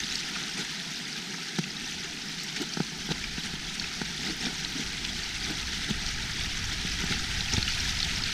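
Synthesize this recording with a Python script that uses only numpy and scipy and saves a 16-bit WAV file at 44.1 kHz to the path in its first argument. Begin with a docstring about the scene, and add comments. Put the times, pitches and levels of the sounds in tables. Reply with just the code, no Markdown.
"""Meltwater over a frozen creek

A thin sheet of water makes a bright rush of tiny bursting bubbles, with single plips close by.
Someone walks upstream with a camera in a case: steps crunch on wet ice and knocks excite the
resonances of the case. Air buffets the microphone more and more as the little cascade comes near."""
import sys
import numpy as np
from scipy import signal
from scipy.fft import rfft, irfft, next_fast_len
from scipy.io import wavfile
from scipy.ndimage import uniform_filter1d, map_coordinates

SR = 44100
rng = np.random.default_rng(int(sys.argv[2]) if len(sys.argv) > 2 else 0)


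def to_wav(sig):
    """Store sig (one row per channel, or 1-D mono) as 16-bit WAV at the path in sys.argv[1].

    Samples outside -1..1 are clipped; the rate is SR.
    """
    pcm = np.clip(np.atleast_2d(sig), -1, 1) * 32767
    pcm = np.round(pcm).astype(np.int16)
    wavfile.write(sys.argv[1], SR, pcm.T)  # frames by channels


N = 367336

# The water along the way. Each row: time in seconds, relative levels of rush and fizz in dB.
WATER_LEVELS = [(0.0, -41.5, -37.5), (0.32, -39, -37.5), (1.07, -41.5, -39), (1.92, -42, -39.5),
                (4.89, -39.5, -37.5), (6.49, -37.5, -37), (7.86, -35.5, -34), (8.33, -36, -35.5)]
# Spectrum of running water. Each row: frequency in Hz, gain in dB.
WATER_SPECTRUM = [(700, -45), (1100, -22), (1220, -8), (1500, -2), (2000, 0), (2600, -1.7), (3400, 0),
                  (4800, -1.5), (5900, -2.5), (7400, -13.5), (8500, -15.3), (11400, -26), (13500, -27.5),
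                  (15300, -32)]
def stream(crossover_hz=3200):
    """Superposition: countless far bubbles merge into a rush; nearer ones fizz and spatter in spurts."""
    rush_db, fizz_db = curves(WATER_LEVELS)
    fizz = bubbles(count=14000, low_hz=1202, high_hz=13800, cycles=1.46, spread_db=1.5)
    fizz *= amp(4.5 * np.tanh(wobble(45)))
    spatter = bubbles(count=2600, low_hz=1376, high_hz=6650, cycles=6, spread_db=4.0, size=600)
    spatter *= amp(1.8 * np.tanh(wobble(17)))
    near = amp(-4.5) * unit(fizz) + amp(-10.5) * unit(spatter)
    water = coloured(rng.standard_normal(N) + near, WATER_SPECTRUM)
    body = filtered(water, lambda hz: 1 / (1 + (hz / crossover_hz) ** 6))
    spurts_db = 0.39 * wobble(25)
    large_bubbles = amp(rush_db - 2 + spurts_db + 0.52 * wobble(22)) * unit(body)
    small_bubbles = amp(fizz_db - 1 + spurts_db + 0.38 * wobble(30)) * unit(water - body)
    return large_bubbles + small_bubbles


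# Near drops. Each row: start in seconds, relative level in dB, starting pitch in Hz.
NEAR_DROPS = [(0.035, -18.5, 3710), (.066, -21, 4250), (.155, -15, 5100), (.358, -27.5, 1360),
              (.436, -21, 3870), (1.339, -25.5, 1520), (1.638, -22, 2570), (2.736, -18, 4400),
              (3.119, -15.5, 3700), (3.239, -24, 2270), (3.797, -15.5, 4240), (3.84, -20, 2500),
              (4.647, -15.5, 3870), (5.048, -16, 3840), (5.448, -19, 3460), (5.906, -16.5, 3170),
              (6.063, -19, 4880), (6.296, -23, 1650), (7.407, -16.5, 3900), (7.482, -20.5, 2490),
              (7.566, -15.5, 3520), (7.627, -12.5, 4100), (7.678, -16, 2730), (8.002, -15, 3760),
              (8.028, -13.5, 4100), (8.237, -14.5, 4220)]
def plips(ring_cycles=5.1, noise_cycles=6.9):
    """Resonance: a drop rings a bubble, softened by a brief band of noise around its pitch."""
    out, t = np.zeros(N), np.arange(SR // 30) / SR
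    for start, db, hz in NEAR_DROPS:
        band = [(hz / 3, -32), (hz / 2, -10), (hz, 0), (hz * 1.35, -5), (hz * 1.8, -25), (hz * 3, -45)]
        soft_noise = coloured(rng.standard_normal(len(t)), band) * swell(t * hz / noise_cycles) ** 1.35
        ring = bubble(t, hz, ring_cycles / hz, rise=0.12)
        add(out, start, amp(db - 9.5) * ring + amp(db - 10.5) * soft_noise)
    return out


def drips():
    """Bubble resonance at random times: smaller plips, louder where the water fizzes."""
    _, fizz_db = curves(WATER_LEVELS)
    cloud = bubbles(count=160, low_hz=1344, high_hz=5820, cycles=3.8, spread_db=3.5, size=1000)
    return amp(fizz_db - 16) * coloured(cloud, [(1500, 0), (6000, -6)])


# Steps and scuffs. Each row: centre and Gaussian width in seconds, crunch and thud levels in dB.
FOOTSTEPS = [(0.134, 0.023, -36.5, -46), (0.37, 0.046, -39, -46), (0.598, 0.024, -33.5, -38),
             (2.568, 0.0086, -31, -47), (2.617, 0.021, -35.5, -37.5), (3.115, 0.0073, -30.5, -29),
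             (3.452, 0.012, -36.5, -41.5), (4.27, 0.038, -34.5, -37.5), (4.467, 0.048, -36.5, -37.5),
             (4.799, 0.026, -36, -39.5), (5.506, 0.024, -43, -39), (5.9, 0.0077, -35, -33),
             (7.124, 0.024, -33, -39.5), (7.537, 0.0087, -26.5, -31.5), (7.582, 0.0054, -34, -29.5)]
def steps():
    """Brittle fracture: wet ice crushes into grains and slush while the jolt rattles the case."""
    out, t = np.zeros(N), np.arange(N) / SR
    grains = bubbles(count=14000, low_hz=1030, high_hz=8660, cycles=3.1, spread_db=6.5)
    crunch = coloured(grains + 1.37 * rng.standard_normal(N), WATER_SPECTRUM)
    thud = unit(case(np.diff(rng.standard_normal(N + 1)), cutoff_hz=433))
    for centre, width, crunch_db, thud_db in FOOTSTEPS:
        near = np.abs(t - centre) < 4 * width
        envelope = np.exp(-.5 * ((t[near] - centre) / width) ** 2)
        out[near] += envelope * (amp(crunch_db) * crunch[near] + amp(thud_db) * thud[near])
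    return out


# Handling knocks. Each row: start in seconds, level in dB, treble cutoff in Hz.
CASE_KNOCKS = [(1.587, -15, 5000), (1.592, -21.5, 400), (2.772, -18, 1800), (2.803, -13.5, 1120),
               (3.090, -22, 1500), (3.381, -25.5, 400), (3.537, -27, 300), (4.016, -16.5, 2500),
               (4.468, -23.5, 2500), (4.795, -28, 2500), (5.505, -23.5, 1200), (5.910, -26.5, 600),
               (6.849, -27, 500), (7.039, -23.5, 900), (7.11, -24, 500)]
def knocks():
    """Impulse response: a push rings the case; soft contacts lose treble, hard ones rasp briefly."""
    out, t = np.zeros(N), np.arange(SR // 8) / SR
    push = signal.unit_impulse(len(t))
    for start, db, cutoff_hz in CASE_KNOCKS:
        ring = case(push, cutoff_hz)
        hardness = cutoff_hz / (cutoff_hz + 5000)
        rasp = hardness * coloured(rng.standard_normal(len(t)), WATER_SPECTRUM) * swell(t / 0.0021)
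        add(out, start, amp(db) * (ring / np.abs(ring).max() + amp(-6.5) * rasp))
    return out


# Response of the camera case. Each row: frequency in Hz, gain in dB.
CASE_RESPONSE = [(70, -25), (115, -23), (142, -1.5), (168, 2.5), (215, 0), (310, -6), (410, -8), (490, -15),
                 (565, -25.5), (660, -17), (850, -10), (1110, -24), (1500, -7.5), (2600, -31)]
def case(x, cutoff_hz):
    """Forced vibration: x drives the resonances of the case, dulled above the cutoff."""
    return filtered(minimum_phase(x, CASE_RESPONSE), lambda hz: 1 / (1 + 1j * hz / cutoff_hz) ** 2)


# Bands that the case cancels. Each row: centre in Hz, width in Hz.
CASE_NOTCHES = [(565, 56), (1100, 120)]
def notched(x):
    """Antiresonance: the case swallows two narrow bands."""
    def response(hz):
        notches = [(c * c - hz * hz) / (c * c - hz * hz + 1j * hz * w) for c, w in CASE_NOTCHES]
        return np.prod(notches, axis=0)
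    return filtered(x, response)


# Strength of the air on the microphone. Each row: time in seconds, level in dB.
WIND_LEVELS = [(0, -51), (1.5, -68), (1.85, -51.5), (2.7, -59), (3.25, -44.5), (4.2, -49.5), (6.1, -38),
               (8.33, -35)]
# Spectrum of the buffeting. Each row: frequency in Hz, gain in dB.
WIND_SPECTRUM = [(12, -2.5), (32, -0.5), (55, 0.5), (100, -7), (160, -11), (260, -28.5), (500, -64),
                 (2000, -100)]
# Puffs as the camera jerks. Each row: start in seconds, level in dB, pitch in Hz.
AIR_PUFFS = [(5.907, -19.5, 188), (7.103, -28, 116), (7.538, -22.5, 95), (7.578, -19.5, 102)]
def wind():
    """Turbulent pressure: lumps of air push on the microphone, with a puff at each jerk."""
    wind_db, = curves(WIND_LEVELS)
    out = amp(wind_db + 0.28 * wobble(12)) * coloured(rng.standard_normal(N), WIND_SPECTRUM)
    t = np.arange(SR // 10) / SR
    for start, db, hz in AIR_PUFFS:
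        add(out, start, amp(db) * swell(t / 0.004) * np.sin(2 * np.pi * hz * t))
    return out


# Spectrum of mid-sized bubbles. Each row: frequency in Hz, gain in dB.
BABBLE_SPECTRUM = [(570, -13.5), (640, -7), (740, -5), (870, -4), (1000, -7.5), (1110, -14.5), (1300, -3),
                   (1700, -5.5), (2600, -5), (6000, -60)]
def gurgle():
    """Resonance of the case makes water under the ice sound hollow; bubbles babble with the rush."""
    rush_db, _ = curves(WATER_LEVELS)
    deep = unit(case(rng.standard_normal(N), cutoff_hz=776))
    cloud = bubbles(count=3500, low_hz=611.5, high_hz=2352, cycles=3.54, spread_db=-0.5, size=1100)
    babble = coloured(cloud + 0.92 * rng.standard_normal(N), BABBLE_SPECTRUM)
    return amp(-44.5 + 0.98 * wobble(20)) * deep + amp(rush_db - 9 + 1.1 * wobble(24)) * babble


# Big air pockets under the ice. Each row: start in seconds, level in dB, starting pitch in Hz.
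AIR_POCKETS = [(2.045, -40, 377), (2.600, -28.5, 286), (2.612, -26.5, 360), (4.297, -29, 310),
               (4.754, -30, 262), (5.500, -29, 295)]
def glugs(cycles_to_peak=1.56):
    """Heavily damped resonance: trapped air rings low for a few cycles."""
    out, t = np.zeros(N), np.arange(SR // 12) / SR
    for start, db, hz in AIR_POCKETS:
        add(out, start, amp(db) * bubble(t, hz, cycles_to_peak / hz, rise=0.023))
    return out


# Fine ticks of ice. Each row: start in seconds, level in dB.
ICE_TICKS = [(.587, -48), (2.432, -41), (2.617, -41), (5.505, -44), (5.896, -46), (7.041, -45)]
def ticks(rise_s=0.0034):
    """Fracture of tiny crystals: ice snaps in the high treble; fainter ticks prickle all along."""
    out = amp(-70.5) * bubbles(count=200, low_hz=7400, high_hz=13700, cycles=7, spread_db=3)
    t = np.arange(SR // 50) / SR
    band = [(3000, -30), (8000, 8), (10500, -22), (13200, 0), (15500, -14)]
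    for start, db in ICE_TICKS:
        snap = coloured(rng.standard_normal(len(t)), band)
        add(out, start, amp(db) * swell(t / rise_s) * snap)
    return out


def bubble(t, hz, peak_s, rise):
    """A damped oscillator: a bubble swells until peak_s, then fades while its pitch climbs."""
    return swell(t / peak_s) * np.sin(2 * np.pi * hz * t * (1 + rise * np.tanh(t / peak_s / 10)))


def bubbles(count, low_hz, high_hz, cycles, spread_db, size=300):
    """Shot noise: rings of random time, pitch, decay and level, each size samples long, at rms 1."""
    when, pitch, chance, length = rng.random((4, count, 1))
    hz = low_hz * (high_hz / low_hz) ** pitch
    k = np.arange(size)
    peak_s = np.minimum(cycles * (.4 + length) / hz, size / SR / 6)
    gain = amp(-spread_db * np.log(chance + .02)) * hz
    waves = gain * bubble(k / SR, hz, peak_s, rise=0.079)
    positions = (when * N).astype(int) + k
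    return unit(np.bincount(positions.ravel(), waves.ravel(), N)[:N])


def swell(u):
    """A critically damped pulse: rises to 1 at u = 1, then dies away."""
    return u * np.exp(1 - u)


def amp(db):
    """Decibels as an amplitude ratio."""
    return 10 ** (np.asarray(db) / 20)


def unit(x):
    """Normalisation to rms 1."""
    return x / np.sqrt(np.mean(x ** 2) + 1e-20)


def curves(rows):
    """Linear interpolation: one value per sample for each column after the time."""
    times, *columns = np.transpose(rows)
    return [np.interp(np.arange(N) / SR, times, column) for column in columns]


def wobble(rate):
    """Smooth random modulation, rate knots a second."""
    knots = rng.standard_normal(int(N * rate / SR) + 4)
    return map_coordinates(knots, [np.arange(N) * rate / SR])


def filtered(x, response):
    """Linear filtering: the spectrum of x times a function of frequency."""
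    m = next_fast_len(len(x) + 8192)
    return irfft(rfft(x, m) * response(np.fft.rfftfreq(m, 1 / SR)), m)[:len(x)]


def gain_at(hz, points):
    """Magnitude response through (Hz, dB) points on a logarithmic frequency axis."""
    f, db = np.transpose(points)
    return amp(np.interp(np.log(hz + 1), np.log(f), db))


def coloured(x, points):
    """Spectral shaping by (Hz, dB) points, at rms 1."""
    return unit(filtered(x, lambda hz: gain_at(hz, points)))


def minimum_phase(x, points):
    """Causality: a (Hz, dB) response that rings only after each push."""
    m = next_fast_len(len(x) + 8192)
    cepstrum = irfft(np.log(gain_at(np.fft.rfftfreq(m, 1 / SR), points)), m)
    fold = 1 + np.sign(m / 2 - np.arange(m)) * (np.arange(m) > 0)
    return irfft(rfft(x, m) * np.exp(rfft(cepstrum * fold)), m)[:len(x)]


def add(track, start_s, sound):
    """Superpose a sound on the track."""
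    part = track[max(round(start_s * SR), 0):][:len(sound)]
    part += sound[:len(part)]


def widened(mono, split_hz=11700, spread=0.77, lean=0.26):
    """Decorrelation: the channels differ only above the split, which spreads out and leans right."""
    treble = filtered(mono, lambda hz: hz > split_hz)
    envelope = np.sqrt(np.abs(uniform_filter1d(treble ** 2, size=128)))
    noise = coloured(rng.standard_normal(N), WATER_SPECTRUM)
    hiss = unit(filtered(noise, lambda hz: hz > split_hz))
    side = spread * envelope * hiss - lean * treble
    return np.array([mono + side, mono - side])


def scene():
    """Superposition of water, wind and the walker at the microphone."""
    surroundings = stream() + drips() + gurgle() + glugs() + wind() + ticks()
    close_sounds = notched(plips() + knocks() + steps())
    return widened(surroundings + close_sounds)


def record(dry):
    """Band limiting: the camera passes nothing above 15400 Hz."""
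    return np.array([filtered(channel, lambda hz: hz < 15400) for channel in dry])


dry = scene()
out = record(dry)
to_wav(out)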